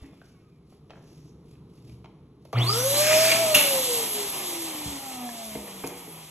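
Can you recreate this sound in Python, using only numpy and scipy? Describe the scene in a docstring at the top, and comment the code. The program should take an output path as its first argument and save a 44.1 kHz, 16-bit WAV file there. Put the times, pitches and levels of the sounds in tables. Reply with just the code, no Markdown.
"""In a room, the fan of an electric inflator still whirs faintly from its last run; a full balloon is knocked,
and fingers rub, tap and rustle limp latex at a stone counter (rubs, swishes: noise; taps, knocks: decaying modes).
The motor is switched on: hum and whine sweep with the shaft, air rushes in, and the latex neck flutters and leaks.
It is switched off and the neck snaps off the nozzle with squeaks and a spill of air, soon pinched shut.
The fan coasts down, its tones and air following one shaft speed, while fingers knock and pluck the balloon to tie it."""
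import sys
import numpy as np
from scipy import signal
from scipy.fft import rfft, irfft
from scipy.io import wavfile
from scipy.ndimage import uniform_filter1d

SR = 44100
rng = np.random.default_rng(int(sys.argv[2]) if len(sys.argv) > 2 else 0)


def unload_audio(sound):
    """Save the sound as a 16-bit wav file, at the path given as the first command line argument."""
    columns = np.transpose(np.atleast_2d(sound))
    # keep every value between -1 and 1, then stretch to whole-number steps
    steps = np.round(np.clip(columns, -1, 1) * 32767)
    wavfile.write(sys.argv[1], SR, steps.astype(np.int16))


N = 277830
T = np.arange(N) / SR
FREQS = np.fft.rfftfreq(2 * N, 1 / SR)

# the switch is pressed and let go, the neck slips off the nozzle
ON_S, OFF_S, RELEASE_S = 2.525, 3.42, 3.545
# the shaft creeps towards its top speed (turns per second); a bend under 1 makes the start steeper
TOP_SPEED_HZ, SPIN_UP_S, SPIN_UP_BEND = 682.7, .192, .8
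STICK_S = .012  # the rotor sticks for a moment before it turns
# share of the speed lost to the bearings and, at top speed, to the air
FRICTION_PER_S, DRAG_PER_S = .345, .325


def shaft():
    """Rotor dynamics: turns per second, driven up while switched on, then braked by friction and air drag."""
    running = np.minimum(since(ON_S + STICK_S), OFF_S - ON_S - STICK_S)
    driven = TOP_SPEED_HZ * (1 - np.exp(-(running / SPIN_UP_S) ** SPIN_UP_BEND))
    braking = (1 + DRAG_PER_S / FRICTION_PER_S) * np.expm1(FRICTION_PER_S * since(OFF_S))
    return driven / (1 + braking)


# the hum's rise, and its ring after switching off
HUM_ATTACK_S, HUM_T60_S = 0.066, 0.86


def power():
    """Switching transient: a smooth rise to 1 after switching on, an exponential decay after switching off."""
    return envelope(ON_S + STICK_S, HUM_ATTACK_S, OFF_S, HUM_T60_S)


# gain at standstill, and its drop at top speed
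STALL_DB, BACK_EMF_DB = -11, -39


def current(speed):
    """Back-EMF: the motor draws most at standstill and less as it gathers speed."""
    return power() * undb(STALL_DB + BACK_EMF_DB * speed / TOP_SPEED_HZ)


HUM_HZ = 120
# overtones of the mains hum: multiple of HUM_HZ, relative level/dB
HUM_OVERTONES = [(1, 4.5), (2, -19.5), (3, -22.5), (5, -37)]


def mains_hum(speed):
    """Magnetic force: the current makes the iron hum in harmonics of a fixed frequency."""
    mains = 2 * np.pi * HUM_HZ * T
    return current(speed) * sum(undb(db) * np.sin(k * mains) for k, db in HUM_OVERTONES)


# overtones of the unbalanced fan: multiple of the shaft speed, relative level/dB
FAN_OVERTONES = [(1, 0.5), (2, -18)]
# modes of the inflator on the counter, which the tone sweeps through: f/Hz, width/Hz, relative level/dB
MOUNT_MODES = [(172, 94, -5), (213.7, 15.4, 0.5), (244.8, 6.2, 6.5), (282, 7.5, 0.5), (315, 40, -4.5),
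               (413, 10.2, 1.5), (461.5, 8.2, -0.5), (484, 16.3, 1), (530.5, 20, 1), (563.6, 5.7, -3),
               (596, 13.6, 0), (619.5, 14.5, 0.5), (637.6, 7, -0.5), (667.3, 10.5, 8.5)]
MOUNT_BUILD_S = 0.044  # the modes take time to build, so a fast sweep passes them smoothly
# gain at top speed, and the extra while the motor pulls
UNBALANCE_DB, PULL_DB = -26, 4


def fan_tone(speed, turn, waver_db=1.34):
    """Rotating unbalance: the force grows with speed squared and swells at each mode it passes."""
    tone = sum(undb(db + waver_db * k * walk(25.254)) * np.sin(k * turn) for k, db in FAN_OVERTONES)
    mode_gain = np.interp(speed, FREQS, abs(resonances(MOUNT_MODES)))
    swell = uniform_filter1d(mode_gain, int(MOUNT_BUILD_S * SR))
    force = (speed / TOP_SPEED_HZ) ** 2
    return tone * force * swell * undb(UNBALANCE_DB + PULL_DB * power())


# whistle of the fan blades at top speed: multiple of the shaft speed, level/dB
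BLADE_OVERTONES = [(7, -36)]


def blade_whistle(speed, turn, shake, waver_db=4.5, growth=4):
    """Blade passing: a multiple of the shaft speed whistles in fits, louder with speed."""
    tones = sum(undb(db + waver_db * walk(23.09)) * np.sin(k * turn + 0.9 * shake) for k, db in BLADE_OVERTONES)
    return tones * (speed / TOP_SPEED_HZ) ** growth


# modes of the panels that the rattling rotor shakes: f/Hz, width/Hz, relative level/dB
PANEL_MODES = [(644, 14, -6), (685, 16, 4), (726.5, 16, 6.5), (760, 22, -2), (793, 30, 0), (840, 27, -13),
               (1194, 50, -17), (1230, 70, -16)]
# the rotor rattles in its bearings around one critical speed
CRITICAL_HZ, CRITICAL_OCTAVES = 243, 0.38
RATTLE_DB = -45


def bearing_rattle(speed, turn, shake, waver_db=-0.8):
    """Critical speed: a loose rotor's lines swell and beat as they slide through the panel modes."""
    third = np.sin(3 * turn + shake)
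    fifth = np.sin(5 * turn + shake)
    octaves_off = np.log2((speed + 1) / CRITICAL_HZ)
    loose = np.exp(-(octaves_off / CRITICAL_OCTAVES) ** 2)
    shaken = through((third + fifth) * loose, resonances(PANEL_MODES))
    return shaken * undb(RATTLE_DB + waver_db * walk(30))


def motor(speed, wobble=0.00278):
    """Superposition: the mains hum adds to fan tones whose phase is the integral of one wobbling shaft speed."""
    turn = 2 * np.pi * np.cumsum(speed * (1 + wobble * walk(40))) / SR
    # the rotor shakes, which smears its upper tones
    shake = 2 * np.pi * np.cumsum(speed * .031 * walk(900)) / SR
    tones = mains_hum(speed) + fan_tone(speed, turn)
    tones += blade_whistle(speed, turn, shake) + bearing_rattle(speed, turn, shake)
    return np.sqrt(2) * tones


# whine of the armature: multiple of the shaft speed, relative level/dB
SLOT_OVERTONES = [(3, 7), (4, -15), (12, 2.5), (24, -15)]
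# resonances of the plastic housing: f/Hz, width/Hz, relative level/dB
HOUSING_MODES = [(1235, 236, -4), (2340, 270, -18), (3450, 370, 2), (4630, 400, 6.5), (5540, 780, -7)]
RADIATE_HZ = 1080  # the small housing hardly radiates the whine below this
# gain at standstill, its drop at top speed and its rise
WHINE_DB, WHINE_DROP_DB, WHINE_ATTACK_S = -12, -31, 0.089


def whine(speed, shake=0.031, buzz=0.4, stutter_db=3.5):
    """Slot harmonics: they sweep through the housing's resonances, throb with the hum and fade with current."""
    turn = 2 * np.pi * np.cumsum(speed * (1 + shake * walk(900))) / SR
    slots = sum(undb(db + stutter_db * walk(90)) * np.sin(k * turn) for k, db in SLOT_OVERTONES)
    throb = 1 + buzz * np.sin(2 * np.pi * HUM_HZ * T)
    pull = envelope(ON_S, WHINE_ATTACK_S, OFF_S, HUM_T60_S)
    pull *= undb(WHINE_DB + WHINE_DROP_DB * speed / TOP_SPEED_HZ)
    radiation = 1 / (1 + (RADIATE_HZ / (FREQS + 1)) ** 7)
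    return through(slots * throb * pull, resonances(HOUSING_MODES) * radiation)


# spectrum of turbulence in the fan: f/Hz, relative level/dB
CHURN_SPECTRUM = [(40, -27), (130, -4), (300, 2), (550, -0.5), (850, 2.5), (1220, -2.5), (1550, -12.5),
                  (2200, -3), (3300, -3.5), (5000, -42)]
# gain at top speed, and the power of the speed it follows
CHURN_DB, CHURN_POWER = -32, 1.436
BRUSH_DB = -9  # scrape of the brushes, against the current gain


def churn(speed):
    """Turbulence: low noise follows a power of the speed; the brushes' scrape adds in energy."""
    turbulence = undb(CHURN_DB) * (speed / TOP_SPEED_HZ) ** CHURN_POWER
    return flickering(CHURN_SPECTRUM, np.hypot(turbulence, undb(BRUSH_DB) * current(speed)))


# spectrum of the outlet's rush: f/Hz, relative level/dB
RUSH_SPECTRUM = [(1000, -33), (1700, -6.5), (2200, -7), (3300, 4), (4200, 2.5), (4700, 2.5), (5200, 2),
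                 (6100, 0.5), (7200, 2.5), (8300, 12), (9600, -25), (11000, -51)]
# gain at top speed, power of the speed, and the drop as the balloon fills
RUSH_DB, RUSH_POWER, RUSH_CHOKE_DB = -23, 2.16, -3.5
FLUTTER_AIR_DB = -2  # air that leaks past the fluttering neck, against its rasp


def rush(speed):
    """Jet noise: it follows a power of the speed, throttled by the filling balloon; flutter leaks add in energy."""
    outlet = undb(RUSH_DB + RUSH_CHOKE_DB * fill()) * (speed / TOP_SPEED_HZ) ** RUSH_POWER
    return flickering(RUSH_SPECTRUM, np.hypot(outlet, undb(FLUTTER_AIR_DB) * swells(FLUTTER_BOUTS)))


# spectrum of the nozzle's hiss: f/Hz, relative level/dB
HISS_SPECTRUM = [(6500, -43), (8700, -79), (9800, 7), (11300, 10.5), (11900, 7), (12500, -1.5), (13300, -6),
                 (14500, -31)]
# gain at top speed, its drop towards standstill, and its drop as the balloon fills
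HISS_DB, HISS_DROP_DB, HISS_CHOKE_DB = -17, -43, -12.5
FLOW_LAG_S = 0.055  # the air takes a moment to get going


def hiss(speed):
    """Flow inertia: the nozzle's treble noise lags the switch, fades with speed and is throttled by filling."""
    flow = 1 - np.exp(-since(ON_S) / FLOW_LAG_S)
    slowness = 1 - speed / TOP_SPEED_HZ
    return flickering(HISS_SPECTRUM, flow * undb(HISS_DB + HISS_DROP_DB * slowness + HISS_CHOKE_DB * fill()))


def fill():
    """Back-pressure: the balloon fills from 0 to 1, until the neck slips off."""
    return since(ON_S) / (RELEASE_S - ON_S) * (T < RELEASE_S)


def flickering(spectrum, gain, flicker_db=1.66):
    """Random modulation: a coloured air noise whose level flickers."""
    return noise(colour(spectrum)) * gain * undb(flicker_db * walk(30))


# resonances of the neck: f/Hz, width/Hz, relative level/dB
NECK_MODES = [(1750, 720, -4), (2400, 700, -2), (2500, 580, -9)]
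# bouts of the latex neck fluttering in the air stream: middle t/s, half length/s, level/dB
FLUTTER_BOUTS = [(3.11, 0.11, -26.5), (3.28, 0.079, -32.5), (3.32, 0.04, -28.5)]


def flutter(rasp, flap_db=2):
    """Flow-induced vibration: the neck's resonances rasp in bouts on the nozzle."""
    return unit(through(rasp, resonances(NECK_MODES) ** 2)) * swells(FLUTTER_BOUTS) * undb(flap_db * walk(110))


# whistle of air past the stretching neck: f/Hz, width/Hz, relative level/dB
LEAK_MODES = [(5340, 820, 5.5), (6430, 950, 0.5)]
# its swells: middle t/s, half length/s, level/dB
LEAK_SWELLS = [(3.1, 0.13, -30), (3.215, 0.048, -30.5), (3.38, .08, -36)]


def leak():
    """Narrow-band flow noise: a thin whistle swells as air slips past the stretching neck."""
    return noise(resonances(LEAK_MODES) ** 2) * swells(LEAK_SWELLS)


# air resonances in the full balloon: f/Hz, width/Hz, relative level/dB
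CAVITY_MODES = [(1770, 980, -18), (2380, 880, 2.5), (2720, 100, 15.5), (2900, 120, 5), (3550, 37, -15),
                (3440, 110, 7)]
# the spill starts as the seal opens; its treble is muffled
SPILL_S, SPILL_DB, SPILL_ATTACK_S, SPILL_T60_S, SPILL_TOP_HZ = 3.541, -18, 0.0062, 0.52, 7040
PINCH_S, PINCH_T60_S = 3.68, 0.081  # fingers pinch the neck shut


def spill(rasp):
    """Cavity resonance: escaping air rings the balloon until the neck is pinched shut."""
    muffle = 1 / (1 + (FREQS / SPILL_TOP_HZ) ** 2)
    escape = envelope(SPILL_S, SPILL_ATTACK_S, SPILL_S, SPILL_T60_S) * decay(since(PINCH_S), PINCH_T60_S)
    return unit(through(rasp, resonances(CAVITY_MODES) * muffle)) * undb(SPILL_DB) * escape


# latex squeaks: t/s, length/s, start f/Hz, end f/Hz, level/dB of the fundamental
SQUEAK_EVENTS = [(1.894, 0.0065, 2540, 2170, -56), (3.301, 0.01, 2360, 2310, -18.5),
                 (3.315, 0.0077, 2456, 2150, -16), (3.5478, 0.0071, 2800, 2500, -15),
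                 (3.554, 0.0047, 3890, 3100, -16), (3.559, .0025, 3000, 2840, -18),
                 (5.29, 0.005, 1830, 1590, -41), (5.678, 0.0042, 2070, 1850, -42),
                 (5.844, 0.0065, 2530, 2500, -38)]


def squeaks():
    """Stick-slip friction: slipping latex gives short gliding tones with an octave overtone."""
    out = np.zeros(N)
    for start, length, from_hz, to_hz, db in SQUEAK_EVENTS:
        slips = 2 * np.pi * np.cumsum(np.linspace(from_hz, to_hz, int(length * SR))) / SR
        tone = np.sin(slips) + 0.57 * np.sin(2 * slips)
        add(out, start, undb(db) * signal.windows.tukey(len(slips), .5) * tone)
    return out


def neck(rough_db=0.0):
    """Common excitation: one rough noise drives the flutter and the spill, beside the leak and squeaks."""
    rasp = rng.standard_normal(N) * undb(rough_db * walk(410))
    return flutter(rasp) + leak() + spill(rasp) + squeaks()


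# knocks on the full balloon: t/s, level/dB before halving, brightness f/Hz, pitch ratio set by the grip
KNOCK_EVENTS = [(0.025, -39, 201, 0.92), (0.035, -38, 260, 0.92), (3.5585, -22.5, 300, 0.98),
                (4.854, -43, 160, 1), (5.553, -27, 700, 0.97), (5.743, -41.5, 900, 0.92),
                (5.8402, -25, 1330, 0.98), (5.876, -33.5, 700, 0.99), (6.073, -38, 880, 0.9)]
# modes of its skin: f/Hz before the grip's ratio, relative level/dB, t60/s
SKIN_MODES = [(148, -5.5, 0.16), (283.3, -1, 0.18), (355, -2.5, 0.27), (433, 4.5, 0.038), (498.7, -1, 0.25),
              (620, -10, 0.2), (713, 7, 0.018), (940, -10, 0.29), (1320, -15, 0.092), (1600, -5, 0.025),
              (2170, 2, 0.04), (2435, -7, 0.11)]
KNOCK_ATTACK_S = 0.00065  # soft flesh starts the modes gradually


def knocks():
    """Membrane modes: knocked skin rings at pitches shifted by the grip; softer touch weakens high modes."""
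    out = np.zeros(N)
    for start, db, bright_hz, grip in KNOCK_EVENTS:
        skin = 0
        for k, (hz, mode_db, t60) in enumerate(SKIN_MODES):
            gain = (-1) ** k * undb(mode_db) / np.hypot(1, hz / bright_hz)
            skin = skin + gain * ring(hz * grip, t60, KNOCK_ATTACK_S)
        add(out, start, undb(db) * skin / 2)
    return out


# dull bumps of the hands: t/s, level/dB, f/Hz, t60/s
BUMP_EVENTS = [(.02, -33.5, 62.6, 0.079), (0.029, -41.5, 276, 0.34), (0.123, -37.5, 179, 0.083),
               (1.84, -44.5, 120.6, 0.94), (1.898, -45, 121.5, 0.42), (1.909, -47.5, 72.5, 0.93),
               (3.557, -35, 74, 0.073), (4.856, -30.5, 171, 0.11), (4.861, -27, 107, 0.082),
               (4.874, -35.5, 65.6, 0.25), (4.877, -34, 200, .06), (5.571, -44.5, 66, 0.4),
               (5.853, -44, 80, .15)]
BUMP_ATTACK_S = 0.0038


def bumps():
    """Soft impact: flesh starts single low modes gradually."""
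    out = np.zeros(N)
    for start, db, hz, t60 in BUMP_EVENTS:
        add(out, start, undb(db) * ring(hz, t60, BUMP_ATTACK_S))
    return out


# fingers on counter, housing and balloon: t/s, level/dB, t60/s, ring f/Hz, ring against crack/dB, brightness f/Hz
TAP_EVENTS = [(.131, -53, .06, 517, -6, 2000), (.216, -42, 0.017, 1550, 0, 3000),
              (.724, -52, .06, 750, -5, 2000), (.897, -47.5, 0.052, 2980, -9, 7000),
              (0.9056, -34.5, 0.02, 1890, -10, 8000), (.911, -46, 0.065, 650, 0, 5000),
              (.932, -49, .035, 328, -3, 1100), (.97, -52, 0.078, 900, -6, 3000),
              (1.555, -61, 0.014, 2610, 6, 9000), (2.044, -44.5, 0.052, 1340, -11, 12000),
              (2.058, -44.5, 0.025, 1010, -7, 8000), (2.452, -46, 0.043, 590, -2, 9000),
              (2.53, -28.5, 0.094, 1170, -3, 9000), (5.29, -32, 0.019, 1720, -9, 8000),
              (5.553, -37, .035, 640, -1, 4000), (5.68, -37, 0.0087, 1950, -5, 4000),
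              (5.839, -25, 0.022, 453, -4, 2300)]
# spectrum of their cracks: f/Hz, relative level/dB
TAP_SPECTRUM = [(100, -20), (400, 13), (700, 14.5), (1200, 8), (1600, -4), (2300, 3), (3400, -2.5),
                (5000, -7), (11000, -26), (14000, -31)]


def taps():
    """Impact excitation: a crack, duller for a softer touch, and a brief ring of what is hit."""
    cracks, bodies = np.zeros((2, N))
    for start, db, t60, hz, ring_db, bright_hz in TAP_EVENTS:
        touch = signal.butter(2, min(bright_hz, SR / 3), fs=SR, output="sos")
        add(cracks, start, undb(db) * signal.sosfilt(touch, crack(t60)))
        add(bodies, start, undb(db + ring_db) * ring(hz, t60))
    return bodies + through(cracks, unit(colour(TAP_SPECTRUM)))


# sharp snaps of latex and of the switch: t/s, level/dB, t60/s
SNAP_EVENTS = [(.905, -67, 0.033), (2.045, -72, 0.014), (2.45, -57, 0.044), (2.528, -44, 0.052),
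               (3.547, -12.5, 0.13), (3.608, -18, 0.0099), (3.62, -21, .008), (3.67, -18, 0.0047),
               (5.866, -34, 0.054), (5.874, -25.5, 0.013)]
# their spectrum: f/Hz, relative level/dB
SNAP_SPECTRUM = [(40, -41), (200, -5), (1500, 7.5), (3000, -3), (5000, 10.5), (8500, 11), (11300, 19),
                 (13000, 1), (14500, -11)]


def snaps():
    """Sudden release: bursts of coloured noise without a ringing mode."""
    out = np.zeros(N)
    for start, db, t60 in SNAP_EVENTS:
        add(out, start, undb(db) * crack(t60))
    return through(out, unit(colour(SNAP_SPECTRUM)))


# strokes of limp latex through the fingers: middle t/s, half length/s, level/dB before rub_db
RUB_STROKES = [(.03, 0.052, -61.5), (.15, 0.062, -73), (.28, 0.057, -65), (.4, 0.33, -75),
               (.73, 0.045, -66.5), (.95, 0.12, -78), (1.14, 0.14, -63), (1.28, 0.031, -74),
               (1.5, 0.068, -64.5), (1.75, 0.053, -65), (1.89, 0.063, -60.5), (2.49, 0.07, -67.5)]
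# their spectrum: f/Hz, relative level/dB
RUB_SPECTRUM = [(300, 18), (1000, -6.5), (1600, -10), (2600, 2), (4000, -0.5), (4900, 3), (5800, -2.5),
                (6600, -5.5), (7500, -2.5), (9000, -3.5), (11200, 0.5), (12500, -18), (14500, -18)]


def rubbing(crinkle_db=3, rub_db=3):
    """Friction noise: fingers stroke latex, with a crinkling level."""
    return noise(colour(RUB_SPECTRUM)) * swells(RUB_STROKES) * undb(rub_db + crinkle_db * walk(180))


# swishes of latex sliding past latex and skin: middle t/s, half length/s, level/dB
SWISH_STROKES = [(.28, 0.046, -72), (1.13, 0.17, -71), (1.28, 0.027, -77)]
# their resonance: f/Hz, width/Hz, relative level/dB
SWISH_MODES = [(5760, 2000, 0)]


def swishing(crinkle_db=3):
    """Resonant friction noise: sliding latex swishes in one broad treble band."""
    return noise(resonances(SWISH_MODES) ** 2) * swells(SWISH_STROKES) * undb(crinkle_db * walk(120))


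# rustles of limp balloons being moved: middle t/s, half length/s, level/dB
RUSTLE_SWELLS = [(.04, 0.061, -57), (.945, 0.04, -57.5), (1.05, 0.081, -75)]
# the tiny pops that make up a rustle: rate, pitch range and ring
FOLDS_PER_S, FOLD_LOW_HZ, FOLD_HIGH_HZ, FOLD_T60_S = 510, 507, 3200, 0.01


def rustle(spread_db=6.0, tilt_db=-6.0):
    """Snap-through buckling: folds of limp rubber flip one by one, each a tiny pop; higher ones are fainter."""
    out = np.zeros(N)
    t = T[:int(FOLD_T60_S * SR)]
    for when, pitch, size in rng.random((int(FOLDS_PER_S * N / SR), 3)):
        hz = FOLD_LOW_HZ * (FOLD_HIGH_HZ / FOLD_LOW_HZ) ** pitch
        db = spread_db * min(-np.log(1 - size), np.pi) + tilt_db * np.log2(hz / FOLD_LOW_HZ)
        add(out, when * T[-1], undb(db) * np.sin(2 * np.pi * hz * t) * decay(t, FOLD_T60_S))
    return unit(out) * swells(RUSTLE_SWELLS)


# the coasting fan's pitch, how fast that sinks, its gain and decay
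COAST_HZ, COAST_FALL_PER_S, COAST_DB, COAST_T60_S = 395, .95, -68, 2.8
# resonances that it sinks through: f/Hz, width/Hz, relative level/dB
COAST_MODES = [(1220, 160, -1), (2540, 730, -3.5), (3600, 600, -9)]


def coasting(waver_db=4, wobble=0.0173, count=11):
    speed = COAST_HZ * np.exp(-COAST_FALL_PER_S * T)
    turn = 2 * np.pi * np.cumsum(speed * (1 + wobble * walk(300))) / SR
    whir = sum(undb(waver_db * walk(32.7)) * np.sin(k * turn) for k in range(2, count))
    return through(whir * undb(COAST_DB) * decay(T, COAST_T60_S), resonances(COAST_MODES))


# spectrum of the room tone: f/Hz, relative level/dB
ROOM_SPECTRUM = [(25, -67), (45, -9.5), (70, 1.5), (100, -4.5), (150, 6), (220, -4.5), (330, -5), (460, -8),
                 (540, -21.5), (800, -24), (1200, -25.5), (1600, -38), (4000, -37), (7000, -49),
                 (11000, -40.5), (14000, -79)]
ROOM_TONE_DB = -54.5


def room_tone():
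    """Stationary background: mostly low coloured noise whose level drifts slowly."""
    return noise(colour(ROOM_SPECTRUM)) * undb(ROOM_TONE_DB + 2.8 * walk(1.12))


# decay of the room in the bass and in the treble
ROOM_T60_S, ROOM_TREBLE_T60_S = 0.76, 0.54


def room(x, wet_db, bass_hz):
    """Reverberation: direct sound plus wall echoes, as pressure and sideways motion; treble dies first."""
    t = T[:SR * 3 // 5]
    echoes = rng.standard_normal((2, len(t))) * (t > .004)
    low = signal.sosfilt(signal.butter(1, 2500, fs=SR, output="sos"), echoes)
    tail = low * decay(t, ROOM_T60_S) + (echoes - low) * decay(t, ROOM_TREBLE_T60_S)
    wet = undb(wet_db) * FREQS ** 2 / (FREQS ** 2 + bass_hz ** 2)  # fewer echoes in the bass
    return through(x, (1 + wet * unit(rfft(tail, 2 * N))) / np.hypot(1, wet))


def undb(db):
    """Logarithmic level: decibels to gain."""
    return 10 ** (np.asarray(db) / 20)


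def unit(x):
    """Normalization: scale to rms 1."""
    return x / np.sqrt(np.mean(abs(x) ** 2))


def through(x, response):
    """Linear filtering: multiply the spectrum by a frequency response."""
    return irfft(rfft(x, 2 * N) * response)[..., :N]


def colour(points):
    """Minimum phase: the causal response of a level spectrum, by folding its cepstrum."""
    hz, db = np.transpose(points)
    cepstrum = irfft(np.log(undb(np.interp(np.log(FREQS + 1), np.log(hz), db))))
    cepstrum[1:N] *= 2
    return np.exp(rfft(cepstrum[:N], 2 * N))


def resonances(modes):
    """Modal sum: the response of damped resonators in parallel."""
    out = 0
    for hz, width, db in modes:
        damping = 1j * FREQS * width
        out = out + undb(db) * damping / (hz ** 2 - FREQS ** 2 + damping)
    return out


def walk(hz):
    """Smoothed chance: a random course of rms near 1, stepping about hz times a second."""
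    size = int(SR / hz)
    steps = np.repeat(rng.standard_normal(N // size + 2), size)
    return unit(uniform_filter1d(uniform_filter1d(steps, size), size)[:N])


def noise(response):
    """Filtered white noise: coloured, of rms 1."""
    return unit(through(rng.standard_normal(N), response))


def add(track, start, sound):
    """Superposition: mix a short sound in at a time."""
    first = max(int(start * SR), 0)
    track[first:first + len(sound)] += sound[:N - first]


def decay(t, t60):
    """Exponential damping: 60 dB down after t60."""
    return np.exp(-np.log(1000) * t / t60)


def ring(hz, t60, attack=1 / SR):
    """Damped oscillation: one struck mode; a soft touch starts it gradually."""
    t = T[:SR // 2]
    return np.sin(2 * np.pi * hz * t) * decay(t, t60) * np.minimum(t / attack, 1)


def crack(t60):
    """Impulsive noise: a burst that decays from its first sample."""
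    t = T[:SR // 2]
    return rng.standard_normal(len(t)) * decay(t, t60)


def since(start):
    """Elapsed time: seconds gone by since a moment, 0 before it."""
    return np.maximum(T - start, 0)


def envelope(start, attack, stop, t60):
    """Attack and decay: a smooth rise, a hold, and an exponential decay after the stop."""
    rise = np.sin(np.pi / 2 * np.minimum(since(start) / attack, 1)) ** 2
    return rise * decay(since(stop), t60)


def swells(rows):
    """Gaussian envelopes: the gain of bell-shaped swells."""
    return sum(undb(db) * np.exp(-((T - middle) / half) ** 2) for middle, half, db in rows)


# phase between the two pickup ports: f/Hz, phase/rad
PORT_PHASE = [(110, 0.0038), (400, 0.39), (700, 0.6), (1900, 0.25), (2600, 1.34), (3500, 1.08),
              (4800, 2.66), (5400, 1.85), (6000, 0.038), (7000, 0.93), (8200, 2.714), (9200, 3.12),
              (11400, 1.1), (12200, 0.27)]


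def scene():
    """Phase difference: two close ports trade sum for difference with frequency, in a reverberant room."""
    speed = shaft()
    air = churn(speed) + rush(speed) + hiss(speed)
    pump = room(motor(speed) + air + neck() + coasting(), wet_db=-3.5, bass_hz=774)
    pump += room(whine(speed), wet_db=-6, bass_hz=800)
    hands = knocks() + bumps() + taps() + snaps() + rubbing() + swishing() + rustle()
    handling = room(hands, wet_db=-4.0, bass_hz=151)
    pressure, sideways = pump + handling + room_tone()
    phase = np.interp(FREQS, *np.transpose(PORT_PHASE))
    mid = through(pressure, np.cos(phase / 2))
    side = through(sideways, 1j * np.sin(phase / 2))
    return np.array([mid - side, mid + side])


TOP_HZ = 14700


def record(dry):
    """Band limitation: a steep low-pass cuts the top."""
    return signal.sosfilt(signal.ellip(8, .2, 70, TOP_HZ, fs=SR, output="sos"), dry)


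dry = scene()
out = record(dry)
unload_audio(out)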